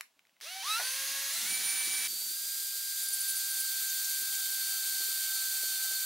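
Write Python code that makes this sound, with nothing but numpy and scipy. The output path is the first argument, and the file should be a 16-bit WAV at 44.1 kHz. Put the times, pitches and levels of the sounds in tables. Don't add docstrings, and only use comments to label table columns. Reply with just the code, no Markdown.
import sys
import numpy as np
from scipy import signal
from scipy.fft import rfft, irfft, next_fast_len
from scipy.io import wavfile
from scipy.ndimage import uniform_filter1d, map_coordinates

SR = 44100
rng = np.random.default_rng(int(sys.argv[2]) if len(sys.argv) > 2 else 0)


def store_wav(level_fs):
    pcm = np.round(np.clip(np.atleast_2d(level_fs), -1, 1) * 32767)
    wavfile.write(sys.argv[1], SR, pcm.T.astype(np.int16))


N = 266805
T = np.arange(N) / SR

# (motor order, level running free [dB], level cutting [dB])
FULL_WHINE = [(2, -75, -52.5), (6, -49, -51), (12, -69, -63), (18, -61.5, -63)]
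GEAR_ORDERS = [1, 1.7, 4, 4.667, 5.05, 5.467, 5.6, 8, 10, 11.2, 16.43, 16.667, 17.35, 18.667, 19.95]
GEAR_MIX = [-37, -34, -26, -23, -46, -19.5, -16.5, -24, -32, -18.5, -33, -16, -28, -20, -19]
# (frequency [Hz], density [dB])
HISS_COLOUR = [(300, -56), (1500, -13.5), (2800, -11), (3500, -1), (4350, 1), (5100, -2), (5800, -1),
               (6500, 1.5), (8800, 4), (10400, 0), (12600, 4), (13900, 1.5), (15700, -1)]
# (frequency [Hz], density [dB])
WHIRR_COLOUR = [(150, -30), (450, -12.5), (950, -13), (1400, -1), (1650, 5.5), (1850, -6.5), (2200, 5.5),
                (3200, 1), (6000, -6.5), (12000, -5)]

def full_throttle(angle, speed_hz, load):
    bite = 1 - np.exp(-load / .18)
    roar = np.minimum(load / .72, 1)
    whine = 0
    for order, free_db, cutting_db in FULL_WHINE:
        level_db = free_db + (cutting_db - free_db) * bite + housing(order * speed_hz)
        whine += amp(level_db) * motor_tone(angle, order, flutter_db=1.1, smear_rad=.025 * order)
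    gears = sum(amp(db) * motor_tone(angle, order, flutter_db=3, smear_rad=.5 + .13 * order)
                for order, db in zip(GEAR_ORDERS, GEAR_MIX))
    hiss = noise(HISS_COLOUR) * amp(.71 * wobble(700) + .44 * wobble(25))
    fan_and_gears = amp(-36 + 3 * roar) * (hiss + amp(-8.5 + 10 * roar) * gears)
    whirr = amp(-57 + 7 * roar) * noise(WHIRR_COLOUR) * amp(.8 * wobble(160))
    return (whine + fan_and_gears + whirr) * switch_on(2.076)


# (motor order, base level at top speed [dB], rise [dB/octave], left minus right [dB])
PART_WHINE = [(1, -68.5, 3, 1), (3, -54.3, -.3, 1.5), (6, -61, .5, 3), (9, -54.5, 2, -4.5),
              (12, -48.3, 4.5, -4), (15, -50, 12, -1), (18, -49, 6.5, 1)]
WEAK_ORDERS = [2, 4, 5, 17, 20, 21, 23, 24, 26, 27, 28, 30, 33, 36]
WEAK_MIX = [-19.5, -18.5, -15.5, -37, -14, -14, -24, -11, -21, -33, -16, -15, -20, -21]
# (motor speed [Hz], base rasp level [dB], base sizzle level [dB])
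NOISE_BY_SPEED = [(80, -50, -70), (200, -46, -62), (260, -45.5, -49.5), (406, -38, -50), (590, -39.5, -39),
                  (710, -38.5, -38)]
# (frequency [Hz], density [dB])
RASP_COLOUR = [(100, -50), (300, -40), (520, -23), (800, -11.5), (1250, -8.5), (1700, 0.5), (2800, -1),
               (4300, 5), (5200, 1), (6100, 3.5), (7500, -11), (9500, -0.5), (13000, -9.5)]
# (frequency [Hz], density [dB])
SIZZLE_COLOUR = [(3000, -41), (7000, 5.5), (9000, 1), (11000, 4.5), (12500, 0), (14000, -3), (16000, 0.5)]

def part_throttle(angle, speed_hz, top_speed_hz=800):
    speeds, *faders = np.transpose(NOISE_BY_SPEED)
    rasp_db, sizzle_db = (np.interp(speed_hz, speeds, db) for db in faders)
    octaves = np.log2(np.maximum(speed_hz, 1) / top_speed_hz)
    whine = 0
    for order, db, rise_db, pan_db in PART_WHINE:
        level_db = db + rise_db * octaves + housing(order * speed_hz) + 2 * wobble(24.6)
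        pan = amp(pan_db * np.array([[.5], [-.5]]))
        whine += amp(level_db) * pan * motor_tone(angle, order, flutter_db=1.3, smear_rad=.3)
    whine *= amp(np.interp(speed_hz, [160, 268], [-20, 0]))
    weak_tones = sum(amp(db) * motor_tone(angle, order, flutter_db=2.5, smear_rad=.3)
                     for order, db in zip(WEAK_ORDERS, WEAK_MIX))
    whine += amp(rasp_db + np.interp(speed_hz, [270, 430], [-13, 1])) * weak_tones
    kicks = unit(1 + .13 * np.cos(3 * angle) + .13 * np.cos(6 * angle))
    rasp = amp(rasp_db + 2) * noise(RASP_COLOUR) + amp(sizzle_db + 1.5) * noise(SIZZLE_COLOUR)
    gate = switch_on(.4095) * (1 - switch_on(2.073))
    motor = (whine + rasp * kicks * amp(.4 * wobble(300))) * gate
    return low_cut(motor, corner_hz=470)


# (time [s], target motor speed [Hz], spin-up time constant [s])
TRIGGER_STEPS = [(.4, 258.8, .039), (.624, 448.2, .039), (.752, 550.9, .107), (1.314, 703.7, .029),
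                 (1.457, 768.9, .017), (2.307, 800, .018)]
# (time [s], load [0-1])
CUTTING_LOAD = [(2.07, 0), (2.28, .06), (2.36, .15), (2.9, .22), (3.25, .5), (3.85, .65), (4.4, .65),
                (5.1, .79), (5.75, 1)]

def rotor(full_load_sag_hz=22.8):
    load = envelope(CUTTING_LOAD)
    speed_hz, held_hz = np.zeros(N), 0
    for start, hz, lag in TRIGGER_STEPS:
        speed_hz += (hz - held_hz) * (1 - np.exp(-np.maximum(T - start, 0) / lag))
        held_hz = hz
    speed_hz -= full_load_sag_hz * load
    angle = 2 * np.pi * np.cumsum(speed_hz * (1 + .00034 * wobble(24.98))) / SR
    return angle, speed_hz, load


def motor_tone(angle, order, flutter_db, smear_rad):
    tone = np.sin(order * angle + smear_rad * wobble(45) + rng.uniform(0, 2 * np.pi))
    below_nyquist = order * np.gradient(angle) < np.pi
    return unit(tone * amp(flutter_db * wobble(60))) * below_nyquist


# (centre [Hz], width [Hz], lift [dB])
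HOUSING_PEAKS = [(540, 120, 7), (1300, 340, 18), (2310, 130, 6.5), (2670, 220, 23), (3880, 380, 20),
                 (4600, 400, 4), (6250, 600, 5), (7750, 260, 6), (9420, 850, 11), (14350, 250, 8)]

def housing(hz, ring_up_s=.052):
    lift_db = sum(db / (1 + (2 * (hz - centre) / width) ** 2) for centre, width, db in HOUSING_PEAKS)
    return uniform_filter1d(lift_db, size=int(ring_up_s * SR))


# (time [s], length [s], pitch [Hz], relative level [dB])
SQUEAK_CUES = [(3.03, 0.011, 9800, -37), (3.083, 0.0096, 9750, -35.5), (3.131, 0.0185, 9700, -33.5),
               (3.204, 0.017, 9700, -36.5), (3.282, 0.033, 9900, -35), (3.355, .027, 9500, -37),
               (3.498, .026, 9900, -40.5), (3.596, 0.021, 10200, -37), (3.886, 0.021, 6560, -41),
               (4.044, 0.015, 6480, -38.5), (4.347, .012, 7000, -40)]

def bit_squeaks(slip_s=.0086, glide=.162, roughness=.65):
    out = np.zeros(N)
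    for start, length, hz, db in SQUEAK_CUES:
        slip_count = max(round(length / slip_s), 1)
        slip, progress = np.divmod(np.linspace(0, slip_count, int(length * SR), endpoint=False), 1)
        up_or_down = rng.choice([-1, 1], size=16)[slip.astype(int)]
        phase = 2 * np.pi * np.cumsum(hz * (1 + glide * up_or_down * (progress - .5))) / SR
        grit = roughness * unit(uniform_filter1d(rng.standard_normal((2, 4096)), size=20))[:, :len(slip)]
        tone = np.sin(phase) * (1 + grit[0]) + np.cos(phase) * grit[1]
        swell = np.sqrt(np.abs(np.sin(np.pi * progress)))
        add(out, start, amp(db + 3) * swell * tone)
    return low_cut(out, corner_hz=4000)


# (frequency [Hz], density [dB])
CLUNK_COLOUR = [(100, -45), (280, -12), (450, -4), (750, 10), (1200, -2), (2000, 9.5), (3500, -43)]

def tip_catch(start_s=.794, attack_s=.0058, t60=.13):
    t = np.maximum(T - start_s, 0)
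    return amp(-32 - 60 * t / t60) * (1 - np.exp(-t / attack_s)) * noise(CLUNK_COLOUR)


# (time [s], base level of each mode [dB], pitch [Hz])
TAP_ACCENTS = [(1.874, -46, 367), (2.129, -49.5, 460), (2.219, -52, 734), (2.311, -55, 420),
               (2.754, -54, 578), (4.11, -55, 550), (4.219, -51, 370), (5.003, -50, 493), (5.086, -51, 410),
               (5.633, -45.5, 550), (5.718, -53, 400), (5.911, -49, 445)]

def chip_taps(from_s=1.7, small_count=110, attack_s=.0021, t60=.029):
    out, t = np.zeros(N), np.arange(SR // 10) / SR
    spacing_s = (N / SR - from_s) / small_count
    small_taps = [(from_s + spacing_s * (i + delay), -66 + 10 * force ** 2, 403 + 322 * pitch)
                  for i, (delay, force, pitch) in enumerate(rng.random((small_count, 3)))]
    for start, db, hz in list(TAP_ACCENTS) + small_taps:
        ratios = (1, rng.uniform(.72, .746), rng.uniform(.934, 1.64))
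        ring = sum(np.sin(2 * np.pi * (hz * ratio * t + rng.random())) for ratio in ratios)
        add(out, start, amp(db - 60 * t / t60) * (1 - np.exp(-t / attack_s)) * ring)
    return out


# (time [s], relative level [dB])
CLICK_CUES = [(0.0094, -24), (0.4034, -45), (0.4115, -35)]
# (frequency [Hz], gain [dB])
CLICK_EQ = [(100, -34), (1000, -6.5), (2400, -2), (4500, -4.5), (9000, -7.5), (15500, -15)]
# (time [s], relative level [dB])
CREAK_CUES = [(0.1925, -42), (0.2523, -48), (0.2695, -48), (0.2945, -54), (0.3665, -50)]
# (frequency [Hz], gain [dB])
CREAK_EQ = [(300, -32), (1300, -10), (2000, 1), (3000, -4.5), (4500, -13), (12000, -23)]

def handling():
    out, t = np.zeros(N), np.arange(SR // 50) / SR
    for cues, eq, t60 in (CLICK_CUES, CLICK_EQ, .0053), (CREAK_CUES, CREAK_EQ, .008):
        bursts = np.zeros(N)
        for start, db in cues:
            add(bursts, start, amp(db + 5 - 60 * t / t60) * rng.standard_normal(len(t)))
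        out += filtered(bursts, lambda hz: amp(along(eq, hz)))
    return out


# (time [s], relative level [dB])
DRAUGHT_FADER = [(0.88, -87), (1.0, -73), (1.28, -67.5), (1.42, -58.5), (2.05, -63.5), (2.6, -83),
                 (6.05, -82)]
# (frequency [Hz], density [dB])
DRAUGHT_COLOUR = [(20, -14), (70, -19), (140, -5.5), (250, 0.5), (420, -6), (650, -20), (1500, -22)]
# (frequency [Hz], left-right correlation [0-1])
DRAUGHT_IMAGE = [(60, .95), (130, 0.98), (300, 0.96), (700, 1)]

def fan_draught():
    buffeting = unit(noise(DRAUGHT_COLOUR, DRAUGHT_IMAGE) * amp(3.3 * wobble(55)))
    return amp(envelope(DRAUGHT_FADER) + .5) * buffeting


# (frequency [Hz], t60 [s])
WORKSHOP_DECAY = [(200, 0.071), (2500, 0.21), (12000, 0.22)]

def workshop_reverb(send):
    hz, t, spectra = signal.stft(rng.standard_normal((2, SR // 3)), SR, nperseg=256)
    decay = amp(-60 * t / along(WORKSHOP_DECAY, hz)[:, None])
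    _, tail = signal.istft(spectra * decay, SR, nperseg=256)
    return signal.fftconvolve(send[None], tail / np.linalg.norm(tail[0]), axes=1)[:, :N]


# (frequency [Hz], density [dB])
BED_COLOUR = [(18, -38), (30, -22), (140, -18), (263, -27), (432, -10), (546, -5), (639, -2.5),
              (2020, -7.5), (2760, -3.5), (15500, -15.5)]

def noise_bed():
    return amp(-74.5) * noise(BED_COLOUR)


# (frequency [Hz], left-right correlation [0-1])
NOISE_IMAGE = [(60, 0.75), (200, 1), (600, 1), (1200, 1), (2500, 1), (5000, 0.91), (9000, 0.72),
               (14000, 0.85)]

def noise(colour, image=NOISE_IMAGE):
    def mid_side_gains(hz):
        width = np.arccos(np.clip(along(image, hz), -1, 1)) / 2
        return amp(along(colour, hz)) * [np.cos(width), np.sin(width)]
    mid, side = filtered(rng.standard_normal((2, N)), mid_side_gains)
    return unit(np.array([mid + side, mid - side]))


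def amp(db):
    return 10 ** (np.asarray(db) / 20)


def unit(x):
    return x / np.sqrt(np.mean(x ** 2) + 1e-20)


def along(points, hz):
    freqs, values = np.transpose(points)
    return np.interp(np.log(hz + 1), np.log(freqs), values)


def envelope(points):
    return np.interp(T, *np.transpose(points))


def wobble(rate):
    return map_coordinates(rng.standard_normal(int(N * rate / SR) + 4), [T * rate], mode="nearest")


def filtered(x, response):
    size = next_fast_len(N + 8192)
    return irfft(rfft(x, size) * response(np.fft.rfftfreq(size, 1 / SR)), size)[..., :N]


def low_cut(x, corner_hz):
    return filtered(x, lambda hz: hz ** 4 / np.hypot(hz ** 4, corner_hz ** 4))


def add(track, start_s, sound):
    part = track[round(start_s * SR):][:len(sound)]
    part += sound[:len(part)]


def switch_on(start_s):
    return np.clip((T - start_s) / .004, 0, 1)


def scene():
    angle, speed_hz, load = rotor()
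    contacts = handling() + chip_taps() + bit_squeaks()
    drill = part_throttle(angle, speed_hz) + full_throttle(angle, speed_hz, load) + tip_catch()
    room = workshop_reverb(amp(-7.5) * contacts + amp(-28) * drill.mean(axis=0))
    return drill + contacts + room + fan_draught() + noise_bed()


# (frequency [Hz], left minus right [dB])
MASTER_PAN = [(300, .4), (2000, .1), (4500, -.5), (8500, -1.3), (14000, -.6)]

def record(dry):
    return filtered(dry, lambda hz: amp(np.outer([.5, -.5], along(MASTER_PAN, hz))) * (hz < 15760))


dry = scene()
out = record(dry)
store_wav(out)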